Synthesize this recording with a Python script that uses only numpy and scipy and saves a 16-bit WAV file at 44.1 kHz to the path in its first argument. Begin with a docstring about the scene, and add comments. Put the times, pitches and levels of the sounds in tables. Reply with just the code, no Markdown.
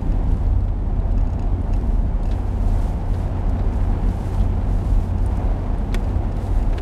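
"""Car cabin in a rock tunnel

A car runs at a nearly steady speed through a rock tunnel, heard from inside the cabin.
The rough road shakes body and cabin air, whose modes are noise-driven resonances, under the sine drone of
the engine; the tyres are coloured noise and grains: they roar, crunch and hiss over damp patches. Loose trim
rattles, panels creak, grit ticks and one hard crack sounds: short noise bursts and decaying sines.
"""
import sys
import numpy as np
from scipy import signal
from scipy.fft import rfft, irfft
from scipy.io import wavfile
from scipy.ndimage import uniform_filter1d

SR = 44100
rng = np.random.default_rng(int(sys.argv[2]) if len(sys.argv) > 2 else 0)


def to_wav(s):
    """Save 16-bit WAV."""
    ch = np.atleast_2d(s).T  # columns
    pcm = np.round(np.clip(ch, -1, 1) * 32767)  # PCM
    wavfile.write(sys.argv[1], SR, pcm.astype(np.int16))


N = 300321

# Tyre roar on the changing road surface. 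Each row: time in seconds, level in dB.
ROAD_ROAR = [(0, -37), (0.15, -35.5), (0.7, -38.5), (1.25, -37), (1.8, -36.5), (2.1, -37.5), (2.6, -35.5),
             (3.2, -35), (4.1, -34), (4.7, -35), (5.05, -36), (5.35, -34.6), (6.2, -35), (6.81, -35)]


def body_boom(rise_s=0.03, fall_s=0.038, shake_db=-28, shake_swing_db=3.2, shakes_per_s=8):
    """Bumps make the low body modes swell and die away; between bumps the body keeps shaking."""
    # Wheels meeting bumps. Each row: start in seconds, length in seconds, level of the boom in dB.
    bumps = [(0.102, 0.045, -17), (0.26, 0.057, -17.5), (0.436, 0.23, -20), (0.84, 0.31, -22),
             (1.127, 0.072, -15.5), (1.44, 0.088, -22), (1.706, 0.085, -17.5), (1.895, 0.14, -19),
             (2.107, 0.23, -22), (2.6, 0.23, -19.5), (3.048, 0.096, -20), (3.464, .03, -18),
             (3.632, 0.065, -19.5), (3.82, .09, -15.5), (4.038, 0.045, -17), (4.376, 0.094, -17.5),
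             (4.686, 0.087, -17), (4.927, 0.067, -16.5), (5.153, 0.07, -17.5), (5.422, 0.11, -20),
             (5.78, 0.016, -18.5), (5.96, 0.028, -13.5), (6.542, 0.05, -17), (6.673, .04, -17.5)]
    # Low modes of the body. Each row: frequency in Hz, width in Hz, relative level in dB.
    body_modes = [(34, 4, -4), (38.3, 1.8, 0), (42.8, 4, -7)]
    shake = from_db(shake_db + shake_swing_db * drift(shakes_per_s))
    swells = [from_db(db) * swell(s, length, rise_s, fall_s) for s, length, db in bumps]
    jolts = np.max(swells, axis=0)
    return np.hypot(shake, jolts) * humming(body_modes)


def suspension_rumble():
    """Finer road texture rumbles through the suspension as coloured noise of changing level."""
    # Spectrum of the rumble. Each row: frequency in Hz, relative density in dB per Hz.
    rumble_spectrum = [(13, -16), (26, 6.5), (50, 3.5), (77, 2), (86, 7), (102, 0.5), (125, 1.5),
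                       (140, -4.5), (158, 0.5), (172, -2), (210, -2), (268, -4), (305, -11.5), (500, -29.5)]
    # Its course. Each row: time in seconds, level in dB.
    rumble_course = [(0, -25), (0.2, -24), (0.7, -30), (1.0, -28), (1.45, -26.5), (1.85, -26),
                     (2.25, -28.5), (3.33, -26), (3.9, -28), (4.07, -23.5), (4.2, -26.5), (4.7, -25),
                     (5.15, -27.5), (5.95, -27), (6.81, -27.5)]
    level_db, = in_time(rumble_course)
    return from_db(level_db) * coloured(rng.standard_normal(N), rumble_spectrum)


def cabin_air(rise_s=0.032, fall_s=.05):
    """The enclosed air hums faintly all the time; now and then one of its modes swells to a clear tone."""
    # Modes of the cabin air. Each row: frequency in Hz, width in Hz, level in dB.
    air_modes = [(55.5, 8, -29), (68.3, 6, -34.5)]
    # The air set ringing. Each row: start in seconds, length in seconds, level in dB, frequency in Hz.
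    air_surges = [(0.273, 0.052, -20.5, 56), (0.537, 0.092, -21.5, 56), (0.99, 0.38, -28.5, 68),
                  (1.74, 0.3, -24.5, 56.5), (5.248, 0.25, -23, 56), (6.518, .08, -20, 54)]
    t = np.arange(N) / SR
    tones = np.zeros(N)
    for s, length, db, hz in air_surges:
        tone = np.sin(2 * np.pi * (hz * t + rng.random()))
        tones += from_db(db) * swell(s, length, rise_s, fall_s) * tone
    return shaken(air_modes) + np.sqrt(2) * tones


def engine(phase_waver_rad=.15, level_waver_db=1.44, level_wavers_per_s=3.3,
           overtone_db=-59, whine_hz=7855, whine_db=-83):
    """The firing order drones in the cabin, with a weak overtone and a very faint whine far above it."""
    # Engine speed. Each row: time in seconds, firing rate in Hz.
    firing_rate = [(0, 89.73), (3.3, 90.36), (4.0, 90), (5.8, 89.6), (6.2, 92.06), (6.81, 92.2)]
    # Engine drone. Each row: time in seconds, level in dB.
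    drone_course = [(0.0, -32), (0.27, -26.5), (0.7, -23.5), (0.8, -36.5), (0.99, -24.5), (1.35, -30),
                    (2.0, -28), (2.65, -30), (3.2, -24), (3.32, -34), (3.58, -23.5), (3.72, -30.5),
                    (3.82, -26.5), (4.9, -26.5), (6.81, -29.5)]
    (hz,), (drone_db,) = in_time(firing_rate), in_time(drone_course)
    phase = 2 * np.pi * np.cumsum(hz) / SR + phase_waver_rad * drift(2.5)
    drone_gain = from_db(drone_db + level_waver_db * drift(level_wavers_per_s))
    drone = drone_gain * np.sin(phase)
    overtone = from_db(overtone_db) * np.sin(5 * phase)
    whine_phase = 2 * np.pi * np.cumsum(whine_hz + 5 * drift(18)) / SR
    whine = from_db(whine_db) * np.sin(whine_phase)
    return np.sqrt(2) * (drone + overtone + whine)   # levels are rms


def tyre_roar(flutter_db=0.6):
    """The tread drums on the road: coloured noise through the panels, its level following the surface."""
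    # Spectrum of the roar. Each row: frequency in Hz, relative density in dB per Hz.
    roar_spectrum = [(220, 2), (310, -3), (352, 3.5), (400, -1.5), (560, -2), (615, -3), (700, 0),
                     (910, -4.5), (1180, -14), (1380, -17.5), (2700, -28.5), (4000, -35.5), (12000, -56)]
    level_db, = in_time(ROAD_ROAR)
    gain = from_db(level_db + flutter_db * drift(3.5))
    return gain * coloured(rng.standard_normal(N), roar_spectrum)


def sand_crunch(grains_per_s=1200, mean_roughness_db=-53.5, db_per_roar_db=2):
    """Sand crunches under the tread: random tiny impacts, louder where the road is rougher."""
    # Spectrum of the crunch. Each row: frequency in Hz, relative density in dB per Hz.
    crunch_spectrum = [(1150, 3), (1400, 3), (1900, -1), (2900, -7.5), (4500, -16)]
    gain = from_db(mean_roughness_db + db_per_roar_db * roughness_db())
    return gain * coloured(grains(grains_per_s), crunch_spectrum)


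def tyre_spray(drops_per_s=500, drop_share=0.34, flutter_db=1.25, fall_s=0.1,
               mist_db=-66, mist_db_per_roar_db=1.8):
    """The treads throw a hiss of fine mist with single drops in it; it swells on each damp patch."""
    # Spectrum of the spray. Each row: frequency in Hz, relative density in dB per Hz.
    spray_spectrum = [(1200, 1), (3000, 4), (5000, 2), (7000, 1.5), (9300, 0), (12000, -4), (14000, -10),
                      (16000, -17)]
    # Damp patches. Each row: start in seconds, length in seconds, spray level in dB, rise in seconds.
    damp_patches = [(0.02, .1, -65.5, .05), (0.32, 0.12, -63.5, .06), (1.76, 0.21, -64.5, .06),
                    (2.26, 0.27, -61.5, 0.049), (2.696, 0.18, -54, 0.14), (3.135, 0.079, -56.5, 0.066),
                    (3.76, 0.1, -60.5, .05), (4.19, 0.18, -54, 0.17), (4.698, 0.36, -56.5, .04),
                    (5.223, 0.18, -62, 0.058), (5.98, 0.12, -61.5, 0.13), (6.416, 0.17, -56.5, 0.082),
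                    (6.697, .1, -60.5, .05)]
    mist = rng.standard_normal(N) + drop_share * grains(drops_per_s)
    swells = [from_db(db) * swell(s, length, rise, fall_s) for s, length, db, rise in damp_patches]
    on_patches = np.max(swells, axis=0)
    between = from_db(mist_db + mist_db_per_roar_db * roughness_db())
    wetness = np.hypot(between, on_patches)
    return wetness * from_db(flutter_db * drift(25)) * coloured(mist, spray_spectrum)


def crack(start_s=5.9446, spike_height=.32, spike_s=.000035, build_s=0.00084,
          splinter_db=-33.0, ring_db=-29, echo_db=-28, thud_db=-19):
    """A hard contact: a pressure spike, a splintering snap, a short ring, dense reflections, a dull thud."""
    # What the crack rings with. Each row: frequency in Hz, relative level in dB, 60 dB decay in seconds.
    crack_modes = [(353, 3, 0.084), (745, -2, .045), (1060, 2, 0.045), (1487, -4, 0.05), (1830, 0, 0.032),
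                   (2240, 0.5, 0.023), (2600, -1, 0.034), (3440, -3, 0.025), (3780, -9, 0.021),
                   (5050, -7, 0.026)]
    out, t = np.zeros(N), short_time()
    building = 1 - np.exp(-t / build_s)   # ring and reflections build up just after the spike
    spike = -spike_height * t / spike_s * np.exp(1 - t / spike_s)
    splinter = burst(dying(0.018), hz=6500, width=7000)
    ring = building * struck(crack_modes, scatter_db=2.0)
    reflections = building * burst(dying(0.05), hz=1920, width=1300)
    thud = dying(0.077) * np.sin(2 * np.pi * 200 * t)
    add(out, start_s, spike)
    add(out, start_s, from_db(splinter_db) * splinter)
    add(out, start_s, from_db(ring_db) * ring)
    add(out, start_s, from_db(echo_db) * reflections)
    add(out, start_s, from_db(thud_db) * thud)
    return out


def creaks(panel_db=2.5, thump_db=9.5, thump_hz=390, slips_per_s=260, slip_s=0.003):
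    """Panels stick and slip in quick succession; the panel answers lower down, with a dull thump."""
    # Bursts of slips. Each row: start in seconds, level in dB, centre in Hz, length in seconds.
    slip_bursts = [(0.682, -55.5, 3300, 0.0078), (2.312, -45, 3630, 0.0086), (2.33, -53, 2800, 0.0068),
                   (3.14, -51, 3800, 0.0087), (3.593, -52, 3540, .005), (4.408, -50, 3200, 0.011),
                   (5.926, -48, 3700, .003), (6.728, -46, 2460, 0.0065), (6.78, -40.5, 2400, 0.006),
                   (6.785, -42, 3300, 0.0027)]
    out, t = np.zeros(N), short_time()
    for s, db, hz, length in slip_bursts:
        since_slip = t % (rng.uniform(.8, 1.2) / slips_per_s)
        release = np.exp(-np.maximum(t - length, 0) / 0.0061)
        slipping = rms_one(np.exp(-since_slip / slip_s)) * release
        rub = resonance(burst(slipping, hz, width=940), hz, width=5800)
        panel = resonance(burst(slipping, hz=1490, width=950), hz=1500, width=2100)
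        thump = dying(0.058) * np.sin(2 * np.pi * thump_hz * t)
        add(out, s, from_db(db) * rub)
        add(out, s, from_db(db + panel_db) * panel)
        add(out, s, from_db(db + thump_db) * thump)
    return out


def grit(snap_t60=0.026, ring_t60=0.028, ring_width=0.16, specks_per_s=9, speck_db=-66.0):
    """Small stones hit the wheel arches: a bright snap and a brief ring; fainter specks fall in between."""
    # Stones. Each row: start in seconds, snap level in dB, ring level in dB, ring frequency in Hz.
    stones = [(0.318, -53, -47, 3100), (0.368, -56, -54, 4700), (0.466, -62, -52, 4150),
              (0.605, -59, -55, 4250), (0.651, -60, -58, 5000), (1.001, -59, -54, 3800),
              (1.120, -55, -55, 4600), (1.616, -58, -58, 9300), (1.764, -51, -51, 4000),
              (1.812, -56, -55, 4700), (2.232, -50, -47, 3700), (2.785, -51, -46, 3200),
              (3.495, -48, -51, 5200), (4.088, -50, -48, 4240), (4.345, -50, -43, 3420),
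              (4.397, -50, -45, 3430), (5.261, -46, -41.5, 9100), (5.371, -47, -51, 8600),
              (5.784, -55, -56, 9440), (6.09, -62, -48, 3900), (6.367, -48, -49, 3900),
              (6.467, -50, -50, 4000)]
    out = np.zeros(N)
    specks = []
    for when, strength, spot in rng.random((int(specks_per_s * N / SR), 3)):
        levels_db = speck_db + 7 * strength, speck_db + 9 * strength
        specks.append((when * N / SR, *levels_db, 3000 + 2000 * spot))
    for s, snap_db, ring_db, hz in list(stones) + specks:
        snap = burst(dying(snap_t60), hz=7500, width=7800)
        ring = resonance(burst(dying(ring_t60), hz, width=ring_width * hz), hz, width=4000)
        add(out, s, from_db(snap_db) * snap)
        add(out, s, from_db(ring_db) * ring)
    return out


def trim():
    """A loose piece taps: a faint dry snap and a brief ring of its modes."""
    # Taps. Each row: start in seconds, level in dB.
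    taps = [(0.013, -57), (0.121, -52), (1.179, -51.5), (1.210, -52), (1.272, -55), (1.302, -56),
            (1.333, -51.5), (1.394, -48.5), (1.424, -52), (1.729, -53), (1.736, -45), (2.255, -49.5),
            (2.289, -52.5), (3.737, -52), (5.182, -52.5), (6.042, -52), (6.321, -51.5), (6.627, -53)]
    # Modes of the piece. Each row: frequency in Hz, relative level in dB, 60 dB decay in seconds.
    trim_modes = [(1740, 1, 0.036), (2620, 2, 0.046), (2860, 1, 0.025), (4020, -6, 0.034),
                  (4800, -2, 0.038), (5430, -4, 0.036), (6520, -2, 0.024), (6850, -4, 0.022),
                  (7480, -9, 0.016), (8650, -9, 0.016)]
    out = np.zeros(N)
    for s, db in taps:
        snap = .6 * burst(dying(.03), hz=5200, width=6000)
        add(out, s, from_db(db) * (struck(trim_modes, scatter_db=2.0) + snap))
    return out


def roughness_db():
    """How much rougher the road is than its mean, in dB of roar."""
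    db, = in_time(ROAD_ROAR)
    return db - db.mean()


def humming(modes):
    """Shaken modes with their beating evened out to about rms 1, so that an envelope can set the level."""
    ringing = shaken(modes)
    power = np.abs(signal.hilbert(ringing)) ** 2 / 2
    return ringing / np.sqrt(uniform_filter1d(power, size=SR // 12))


def shaken(modes):
    """Low modes shaken at random, each ringing on in a narrow band."""
    out = np.zeros(N)
    for hz, width, db in modes:
        shaking = rng.standard_normal(N + SR)   # the first second lets the mode build up
        ringing = resonance(resonance(shaking, hz, width), hz, width)
        out += from_db(db) * rms_one(ringing[SR:])
    return out


def struck(modes, scatter_db=1.0):
    """One blow: every mode rings with a strength and a slight detuning of its own."""
    t = short_time()
    strengths = from_db(scatter_db * rng.standard_normal(len(modes)))
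    detuning = 1 + .003 * rng.standard_normal(len(modes))
    out = np.zeros(len(t))
    for k, (hz, db, t60) in enumerate(modes):
        gain = strengths[k] * from_db(db) * (-1) ** k   # neighbours start in opposite directions
        out += gain * dying(t60) * np.sin(2 * np.pi * hz * detuning[k] * t)
    return out


def burst(envelope, hz, width):
    """Resonant noise under an envelope."""
    return envelope * rms_one(resonance(rng.standard_normal(len(envelope)), hz, width))


def grains(per_s):
    """Tiny impacts of random size at random times; rms 1."""
    return rms_one((rng.random(N) < per_s / SR) * rng.standard_normal(N))


def resonance(x, hz, width):
    """Two-pole band-pass with a gain of about 1 on top."""
    r = np.exp(-np.pi * width / SR)
    feedback = [1, -2 * r * np.cos(2 * np.pi * hz / SR), r * r]
    return signal.lfilter([(1 - r * r) / 2, 0, (r * r - 1) / 2], feedback, x)


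def coloured(x, spectrum):
    """Give a steady excitation a spectrum that falls away past its ends; rms 1."""
    hz, db = np.transpose(spectrum)
    f = np.maximum(np.arange(N // 2 + 1) * SR / N, 1)
    skirts = np.minimum(f / hz[0], 1) ** 2 * np.minimum(hz[-1] / f, 1) ** 2
    gain = from_db(np.interp(np.log(f), np.log(hz), db))
    return rms_one(irfft(rfft(x) * skirts * gain, N))


def drift(rate):
    """Slow random wandering of rms 1, weaker above the rate in Hz."""
    f = np.arange(N // 2 + 1) * SR / N
    return rms_one(irfft(rfft(rng.standard_normal(N)) / (1 + (f / rate) ** 2), N))


def swell(start, length, rise, fall):
    """Exponential attack, hold and exponential release, over the whole scene."""
    t = np.arange(N) / SR - start
    return np.exp(np.minimum(t, 0) / rise - np.maximum(t - length, 0) / fall)


def short_time():
    """Seconds since a short event began, for a fifth of a second."""
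    return np.arange(SR // 5) / SR


def dying(t60):
    """An envelope that falls at 60 dB per t60 seconds, a fifth of a second long."""
    return np.exp(-np.log(1000) * short_time() / t60)


def in_time(rows):
    """Each column of a curve at every sample."""
    s, *columns = np.transpose(rows)
    return [np.interp(np.arange(N) / SR, s, c) for c in columns]


def add(out, s, sound):
    """Mix a sound in at a time in seconds."""
    i = max(round(s * SR), 0)
    out[i:i + len(sound)] += sound[:max(N - i, 0)]


def from_db(db):
    """Decibels to gain."""
    return 10 ** (np.asarray(db) / 20)


def rms_one(x):
    """Scale to unit rms."""
    return x / np.sqrt(np.mean(x ** 2) + 1e-20)


def scene():
    """Everything as it arrives at one point behind the windscreen; the upholstery dulls the clicks."""
    upholstery = signal.butter(3, 12500, fs=SR, output="sos")
    clicks = signal.sosfilt(upholstery, trim() + creaks() + crack() + grit())
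    body = body_boom() + cabin_air() + suspension_rumble()
    tyres = tyre_roar() + sand_crunch() + tyre_spray()
    return (body + engine() + tyres + clicks)[None, :]


def record(dry, cutoff_hz=15800):
    """The top is cut steeply, by a filter that has settled before the sound starts."""
    run_in = np.pad(dry, ((0, 0), (SR, 0)), mode="edge")
    steep_cut = signal.ellip(10, .1, 80, cutoff_hz, fs=SR, output="sos")
    return signal.sosfilt(steep_cut, run_in)[:, SR:]


dry = scene()
out = record(dry)
to_wav(out)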